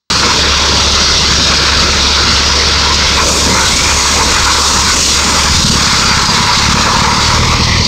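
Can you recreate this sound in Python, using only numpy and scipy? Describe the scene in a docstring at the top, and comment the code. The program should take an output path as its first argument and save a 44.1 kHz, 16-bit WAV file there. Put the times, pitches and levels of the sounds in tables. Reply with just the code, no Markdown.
"""A drilling rig blows dust out of a hole in a sand bank, heard by one microphone.
The sound cuts in with air hissing and roaring round the drill pipe: coloured noise that surges and chokes.
An engine drone and deep buffeting lie faintly under it and step up at about 0.4 s; short hoots come from 2.8 s.
At 5.35 s a piston machine starts to thump under load: each puff sets off a knock and a boom.
Throughout, a fast limiter briefly turns everything down round any peak above its ceiling."""
import sys
import numpy as np
from scipy import signal
from scipy.fft import rfft, irfft, next_fast_len
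from scipy.io import wavfile
from scipy.ndimage import uniform_filter1d, minimum_filter1d, map_coordinates

SR = 44100
rng = np.random.default_rng(int(sys.argv[2]) if len(sys.argv) > 2 else 0)


def waveform_to_disk(signal):
    """Save audio, clipped to [-1, 1], as 16-bit WAV at the path in sys.argv[1]."""
    frames = np.transpose(np.atleast_2d(signal))
    scaled = np.clip(frames, -1, 1) * 32767
    samples = np.round(scaled).astype(np.int16)
    wavfile.write(sys.argv[1], SR, samples)


N = 347067

# Levels are rms in the mix, before random flutter, surges and the recorder.
# Colours are relative: each layer gets its level elsewhere.

START_S, BEFORE_START_DB = 0.101, -70  # the sound cuts in

# engine firing: (time [s], rate [Hz])
ENGINE_FIRING = [(0.4, 70.5), (5.27, 71), (6.38, 69.4)]
# engine drone: (time [s], level [dB])
ENGINE_LEVEL = [(.36, -25.5), (.4, -20), (2.7, -18.5), (3.6, -23), (5.6, -22), (6.1, -25.5), (7.87, -24)]

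# piston machine speed: (time [s], rate [cycles per second])
PISTON_SPEED = [(5.35, 20.8), (5.6, 20), (5.8, 17.09), (6.1, 16.43), (6.45, 17.7), (6.9, 18.05),
                (7.35, 19.1), (7.55, 19.7), (7.87, 20.2)]
# piston machine under load: (time [s], knock level [dB], boom level [dB])
PISTON_LOAD = [(5.35, -30, -32), (5.57, -19, -24), (6.6, -20.5, -25.5), (7.22, -17.5, -20),
               (7.32, -19, -14), (7.87, -20, -15)]
# runs of harder (+) or softer (-) knocks: (middle time [s], length [s], peak change [dB])
KNOCK_STRAINS = [(5.69, 0.18, 7.5), (6.39, .1, 5), (6.53, .14, -8), (6.74, 0.15, 8), (6.88, .12, -14),
                 (7.04, .14, 4), (7.24, .16, -11)]
# colour of the knock: (frequency [Hz], relative level [dB])
KNOCK_COLOUR = [(25, -15), (70, -11), (140, 1.5), (230, -1), (300, -20.5), (500, -43), (1000, -68)]
# colour of the boom: (frequency [Hz], relative level [dB])
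BOOM_COLOUR = [(15, -18), (35, -5), (70, -2.5), (105, 5), (160, -6), (300, -36.5), (700, -66)]

# air in the bore: (time [s], rumble level [dB], roar level [dB], roar's upper resonance against its lower [dB])
BORE_FLOW = [(.1, -21, -17.5, 1.5), (1, -20, -18, 1), (2.6, -20.5, -17.5, 2.5), (3.3, -20, -19.5, -0.5),
             (4.4, -22, -16, -3.5), (5.3, -23.5, -19, -0.5), (6.1, -23.5, -16, -0.5),
             (7.2, -21.5, -14.5, -4.5), (7.55, -22, -18, -5.5), (7.87, -22, -24.5, -16)]
# base levels between surges, before flutter; the buffeting is lower until its step up
HOWL_DB, BUFFET_DB = -22, -27.5
BUFFET_START_S, BUFFET_RISE_DB = 0.41, 15  # the deep buffeting steps up about when the drone does
# colour of the deep buffeting: (frequency [Hz], relative level [dB per Hz])
BUFFET_COLOUR = [(10, -12), (25, 2), (38, 1), (55, 1), (100, 0), (140, -15), (300, -52)]
# colour of the rumble: (frequency [Hz], relative level [dB per Hz])
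RUMBLE_COLOUR = [(40, -20), (90, 3), (140, 0.5), (180, 5), (260, 0), (380, -1), (480, 0), (600, -2.5),
                 (700, -8.5), (900, -12.5), (1500, -60)]
# colour of the roar's lower resonance: (frequency [Hz], relative level [dB per Hz])
LOWER_ROAR_COLOUR = [(600, -34), (760, -14), (860, -3), (960, 1.5), (1130, 0.5), (1280, -5), (1700, -45)]
# colour of the roar's upper resonance: (frequency [Hz], relative level [dB per Hz])
UPPER_ROAR_COLOUR = [(850, -29), (1130, -12), (1350, 1), (1500, -3), (1680, -4.5), (1900, -12), (2600, -51)]
# colour of the howl: (frequency [Hz], relative level [dB per Hz])
HOWL_COLOUR = [(1500, -42), (1800, -6), (2050, 1), (2250, -1.5), (2550, -1.5), (2850, -15.5), (3600, -53)]

# the flow surges (+) or chokes (-): (middle time [s], length [s], peak change [dB], main pitch [Hz])
AIR_SURGES = [(.33, 0.24, 2.5, 500), (1.163, 0.29, -3, 1350), (1.752, 0.33, 2, 1100),
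              (2.76, 0.13, -3.5, 750), (3.0, 0.09, 2.5, 4500), (3.26, .16, 1.5, 400),
              (3.35, 0.31, -3.5, 2000), (3.5, .18, 2, 300), (3.59, .14, 2.5, 1200), (3.79, 0.18, -4, 1250),
              (4.03, 0.2, -5.5, 300), (4.2, .22, 7, 600), (4.36, .16, 3, 2200), (4.48, 0.084, 4, 1200),
              (4.674, 0.21, -4, 2000), (5.06, 0.2, -4, 1200), (5.31, 0.21, 4.5, 430), (5.45, .1, 2.5, 1050),
              (5.523, .26, 11, 35), (5.673, .24, -7, 1590), (6.602, .3, -3, 400), (6.9, .1, 2.5, 1100),
              (7.73, 0.091, 2, 2205)]
SURGE_REACH_OCT = 0.75  # this far from its pitch a surge has half its dB
# where each layer of the air sound is centred, for the surges
BUFFET_HZ, RUMBLE_HZ, ROAR_HZ, UPPER_ROAR_HZ, HOWL_HZ, HISS_HZ = 38, 380, 1000, 1400, 2220, 4380
HISS_TRADE = 0.18  # dB that the hiss loses for each dB that the roar surges

# short hoots of air squeezing past the pipe:
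# (middle time [s], length [s], middle pitch [Hz], whole glide [octaves], peak level [dB])
AIR_HOOTS = [(2.899, .18, 1010, 0.094, -17.5), (3.209, .11, 1040, 0.024, -15.5),
             (3.26, 0.14, 492, -0.014, -20.5), (3.5, 0.17, 199.7, 0.032, -17.5),
             (3.562, 0.18, 960, 0.0081, -18), (3.622, 0.22, 1438, 0.26, -20), (3.8, .28, 2280, .22, -22.5),
             (4.184, 0.082, 950, 0.14, -21), (4.486, 0.098, 1406, 0, -20),
             (4.771, 0.091, 990, 0.013, -17.5), (4.901, 0.12, 1470, 0, -19), (4.9, 0.086, 2100, 0, -23),
             (6.1, .14, 4680, -0.049, -16), (6.3, .14, 4870, -.12, -18), (6.54, .12, 5100, 0, -21),
             (7.721, 0.17, 2030, 0.0027, -21.5)]

# air leaving the hole, before the gap colours it: (time [s], hiss level [dB], sand spray level [dB])
JET_LEVELS = [(0.1, -12.5, -22.5), (0.5, -13.5, -28), (1.0, -11.2, -26), (3.06, -13, -27),
              (3.3, -15, -16.5), (4.2, -15, -19), (5.1, -15, -16.5), (6.2, -14.5, -22), (7.45, -17.5, -26),
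              (7.87, -16, -34)]
# colour of the hiss: (frequency [Hz], relative level [dB per Hz])
HISS_COLOUR = [(1530, -43), (2600, -8), (2760, -2), (3000, -5), (3750, 0.5), (5450, 0), (6000, -6),
               (6660, -11), (7290, -29), (7850, -18.5), (8850, -33), (9460, -46.5), (11000, -45.5),
               (12500, -43), (15500, -61)]
# colour of the sand spray: (frequency [Hz], relative level [dB per Hz])
SPRAY_COLOUR = [(3290, -37), (5600, 0), (6180, -1), (6870, -1), (7260, -5), (7540, -5), (8320, -7.5),
                (9100, -14.5), (9620, -21.5), (11400, -24.5), (13000, -23.5), (15500, -32)]
# peaks and notches of the gap round the pipe: (frequency [Hz], width at half the dB [Hz], gain [dB])
GAP_RESONANCES = [(2810, 200, -1.5), (3390, 140, 1.5), (4650, 690, 1.5), (5380, 170, -1.5), (5770, 130, 2),
                  (6020, 150, 0.5), (6610, 130, 4.5), (6800, 130, -1), (7070, 190, 5.5)]
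# how far the gap colours the air: (time [s], share [0-1])
GAP_SHARE = [(3, 1), (3.6, .5), (5.3, 1)]

TOP_HZ = 15700  # the recorder cuts everything above this


def amp(db):
    """Turn decibels into a gain."""
    return 10 ** (np.asarray(db) / 20)


def unit(x):
    """Scale a sound to rms 1."""
    return x / np.sqrt(np.mean(x ** 2) + 1e-20)


def along(points, hz):
    """Read (Hz, value) points at any frequency, on a log axis."""
    f, v = np.transpose(points)
    return np.interp(np.log(hz + 1), np.log(f + 1), v)


def curves(rows):
    """Give one value per sample for each column after the time."""
    s, *cols = np.transpose(rows)
    return [np.interp(np.arange(N) / SR, s, c) for c in cols]


def wobble(rate):
    """A smooth random curve with this many random points a second."""
    knots = rng.standard_normal(int(N * rate / SR) + 4)
    return map_coordinates(knots, [np.arange(N) * rate / SR])


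def swells(rows):
    """dB per sample of (middle, length, dB) swells, each a rounded arch."""
    t, out = np.arange(N) / SR, np.zeros(N)
    for middle, length, db in rows:
        inside = slice(*np.searchsorted(t, [middle - length / 2, middle + length / 2]))
        out[inside] += db * np.cos(np.pi * (t[inside] - middle) / length)
    return out


def filtered(x, response):
    """Multiply the spectrum of x by a response of frequency."""
    m = next_fast_len(N + SR // 2)
    hz = np.fft.rfftfreq(m, 1 / SR)
    return irfft(rfft(x, m) * response(hz), m)[:N]


def struck(x, spectrum, size=16384):
    """Let each click in x ring with this colour, never before the click."""
    hz = np.fft.rfftfreq(size, 1 / SR)
    # folding the cepstrum (spectrum of the log spectrum) forward makes the ringing follow the click
    cepstrum = irfft(np.log(amp(along(spectrum, hz))))
    cepstrum[1:size // 2] *= 2
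    cepstrum[size // 2 + 1:] = 0
    ringing = irfft(np.exp(rfft(cepstrum)))
    return signal.fftconvolve(x, ringing)[:N]


def eddies(patchy_db):
    """Turbulent noise: patches in time and pitch swell and fade."""
    z = signal.stft(rng.standard_normal(N), nperseg=512)[2]
    field = rng.standard_normal(z.shape)
    for _ in range(2):
        field = uniform_filter1d(field, size=3, axis=0)  # across pitch
        field = uniform_filter1d(field, size=14, axis=1)  # across time
    return signal.istft(z * amp(patchy_db * unit(field)), nperseg=512)[1][:N]


def rush(spectrum, patchy_db):
    """Rushing air: coloured turbulence of rms 1."""
    return unit(filtered(eddies(patchy_db), lambda hz: amp(along(spectrum, hz))))


def surging(centre_hz):
    """dB that the surges add to a layer of air: the nearer their pitch, the more."""
    rows = []
    for middle, length, db, hz in AIR_SURGES:
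        octaves = np.log2(hz / centre_hz)
        rows.append((middle, length, db * .5 ** ((octaves / SURGE_REACH_OCT) ** 2)))
    return swells(rows)


def engine():
    """The exhaust drones at the firing rate, with weak tones an octave below and above."""
    phase = 2 * np.pi * np.cumsum(curves(ENGINE_FIRING)[0]) / SR
    tone = np.sin(phase) + amp(-15) * np.sin(phase / 2) + amp(-18) * np.sin(2 * phase)
    (drone_db,) = curves(ENGINE_LEVEL)
    return amp(drone_db + 0.59 * wobble(12)) * unit(tone)


def pistons():
    """Each cycle gives a heavy puff and, just before its middle, a lighter one; both knock and boom."""
    running = np.arange(N) / SR >= PISTON_SPEED[0][0]
    cycles = np.cumsum(curves(PISTON_SPEED)[0] * running) / SR
    turns = np.arange(int(cycles[-1]))
    chance = rng.standard_normal((len(turns), 3))  # heavy strength, light timing, light strength
    heavy, light = np.zeros(N), np.zeros(N)
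    heavy_at = np.searchsorted(cycles, turns, side="right")
    heavy[heavy_at] = amp(1.7 * chance[:, 0])
    light_at = np.searchsorted(cycles, turns + np.clip(.46 + .01 * chance[:, 1], .1, .9))
    light[light_at] = amp(2.0 * chance[:, 2])
    knock = struck(heavy + 0.32 * light, KNOCK_COLOUR)
    boom = struck(heavy + 0.88 * light, BOOM_COLOUR)
    knock /= np.std(knock[running])
    boom /= np.std(boom[running])
    knock_db, boom_db = curves(PISTON_LOAD)
    # the minus signs turn both waves upside down
    return -amp(knock_db + swells(KNOCK_STRAINS)) * knock - amp(boom_db) * boom


def bore():
    """Air surges along the hole: deep buffeting, a rumble, a roar of two resonances and a higher howl."""
    rumble_db, roar_db, upper_db = curves(BORE_FLOW)
    flutter = wobble(35)
    rattle = wobble(110)  # grit chops the flow

    rumble_db = rumble_db + surging(RUMBLE_HZ) + 1.0 * wobble(30)
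    rumble = amp(rumble_db) * rush(RUMBLE_COLOUR, patchy_db=1.5)

    lower = amp(surging(ROAR_HZ)) * rush(LOWER_ROAR_COLOUR, patchy_db=1.5)
    upper = amp(surging(UPPER_ROAR_HZ) + upper_db) * rush(UPPER_ROAR_COLOUR, patchy_db=2.0)
    # dividing by the joint strength keeps the roar's level where the table puts it
    both = (lower + upper) / np.sqrt(1 + amp(upper_db) ** 2)
    roar = amp(roar_db + 0.94 * flutter + 0.99 * rattle) * both

    howl_db = HOWL_DB + surging(HOWL_HZ) + 0.58 * flutter + 1.2 * rattle
    howl = amp(howl_db) * rush(HOWL_COLOUR, patchy_db=2.14)

    waiting = np.arange(N) / SR < BUFFET_START_S
    buffet_db = BUFFET_DB - BUFFET_RISE_DB * waiting + surging(BUFFET_HZ) + 1.8 * wobble(14)
    buffet = amp(buffet_db) * rush(BUFFET_COLOUR, patchy_db=2.5)
    return rumble + roar + howl + buffet


def hoots(width_hz):
    """Air squeezing past the pipe hoots: narrow bands of noise swell, glide and fade."""
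    out = np.zeros(N + SR)
    lowpass = signal.butter(2, width_hz / 2, fs=SR, output="sos")
    for middle, length, hz, glide, db in AIR_HOOTS:
        u = np.linspace(-.5, .5, int(length * SR))  # from start to end of the hoot
        flutter = signal.sosfilt(lowpass, rng.standard_normal((2, SR)))[:, -len(u):]
        phase = 2 * np.pi * np.cumsum(hz * 2 ** (glide * u)) / SR
        # slow noise on a cosine and a sine makes a narrow band round the pitch
        band = unit(flutter[0] * np.cos(phase) + flutter[1] * np.sin(phase))
        first = int((middle - length / 2) * SR)
        out[first:][:len(u)] += amp(db) * np.cos(np.pi * u) * band
    return out[:N]


def gap(f):
    """Gain of the gap round the pipe, which lifts some pitches and weakens others."""
    return amp(sum(db * .5 ** (((f - hz) / (width / 2)) ** 2) for hz, width, db in GAP_RESONANCES))


def jet():
    """The blast hisses out round the pipe and carries a spray of sand; the gap colours both."""
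    hiss_db, spray_db = curves(JET_LEVELS)
    hiss_db = hiss_db + surging(HISS_HZ) - HISS_TRADE * surging(ROAR_HZ)
    hiss = amp(hiss_db) * rush(HISS_COLOUR, patchy_db=1.5)
    spray = amp(spray_db) * rush(SPRAY_COLOUR, patchy_db=1.14)
    blast = hiss + spray
    share = np.clip(curves(GAP_SHARE)[0], 0, 1)
    coloured = (1 - share) * blast + share * filtered(blast, gap)
    flutter_db = 0.26 * wobble(9) + 0.63 * wobble(22) + 1.13 * wobble(130)
    return coloured * amp(flutter_db)


def scene():
    """Add up all sources at one microphone, the same in both channels."""
    mono = engine() + pistons() + bore() + hoots(width_hz=133) + jet()
    mono = mono * np.where(np.arange(N) / SR < START_S, amp(BEFORE_START_DB), 1)
    return np.array([mono, mono])


def limited(x, ceiling, hold):
    """The gain drops just ahead of each peak above the ceiling and soon comes back; hold is in seconds."""
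    needed = np.minimum(1, ceiling / (np.abs(x) + 1e-9))
    span = max(2, int(hold * SR))
    gain = uniform_filter1d(minimum_filter1d(needed, span), span)
    return x * gain


def record(dry):
    """The recorder lifts the level a little, limits the peaks, then cuts the top of the treble."""
    mono = limited(dry[0] * amp(1.14), ceiling=1.0, hold=0.0056)
    mono = filtered(mono, lambda hz: hz < TOP_HZ)
    return np.array([mono, mono])


dry = scene()
out = record(dry)
waveform_to_disk(out)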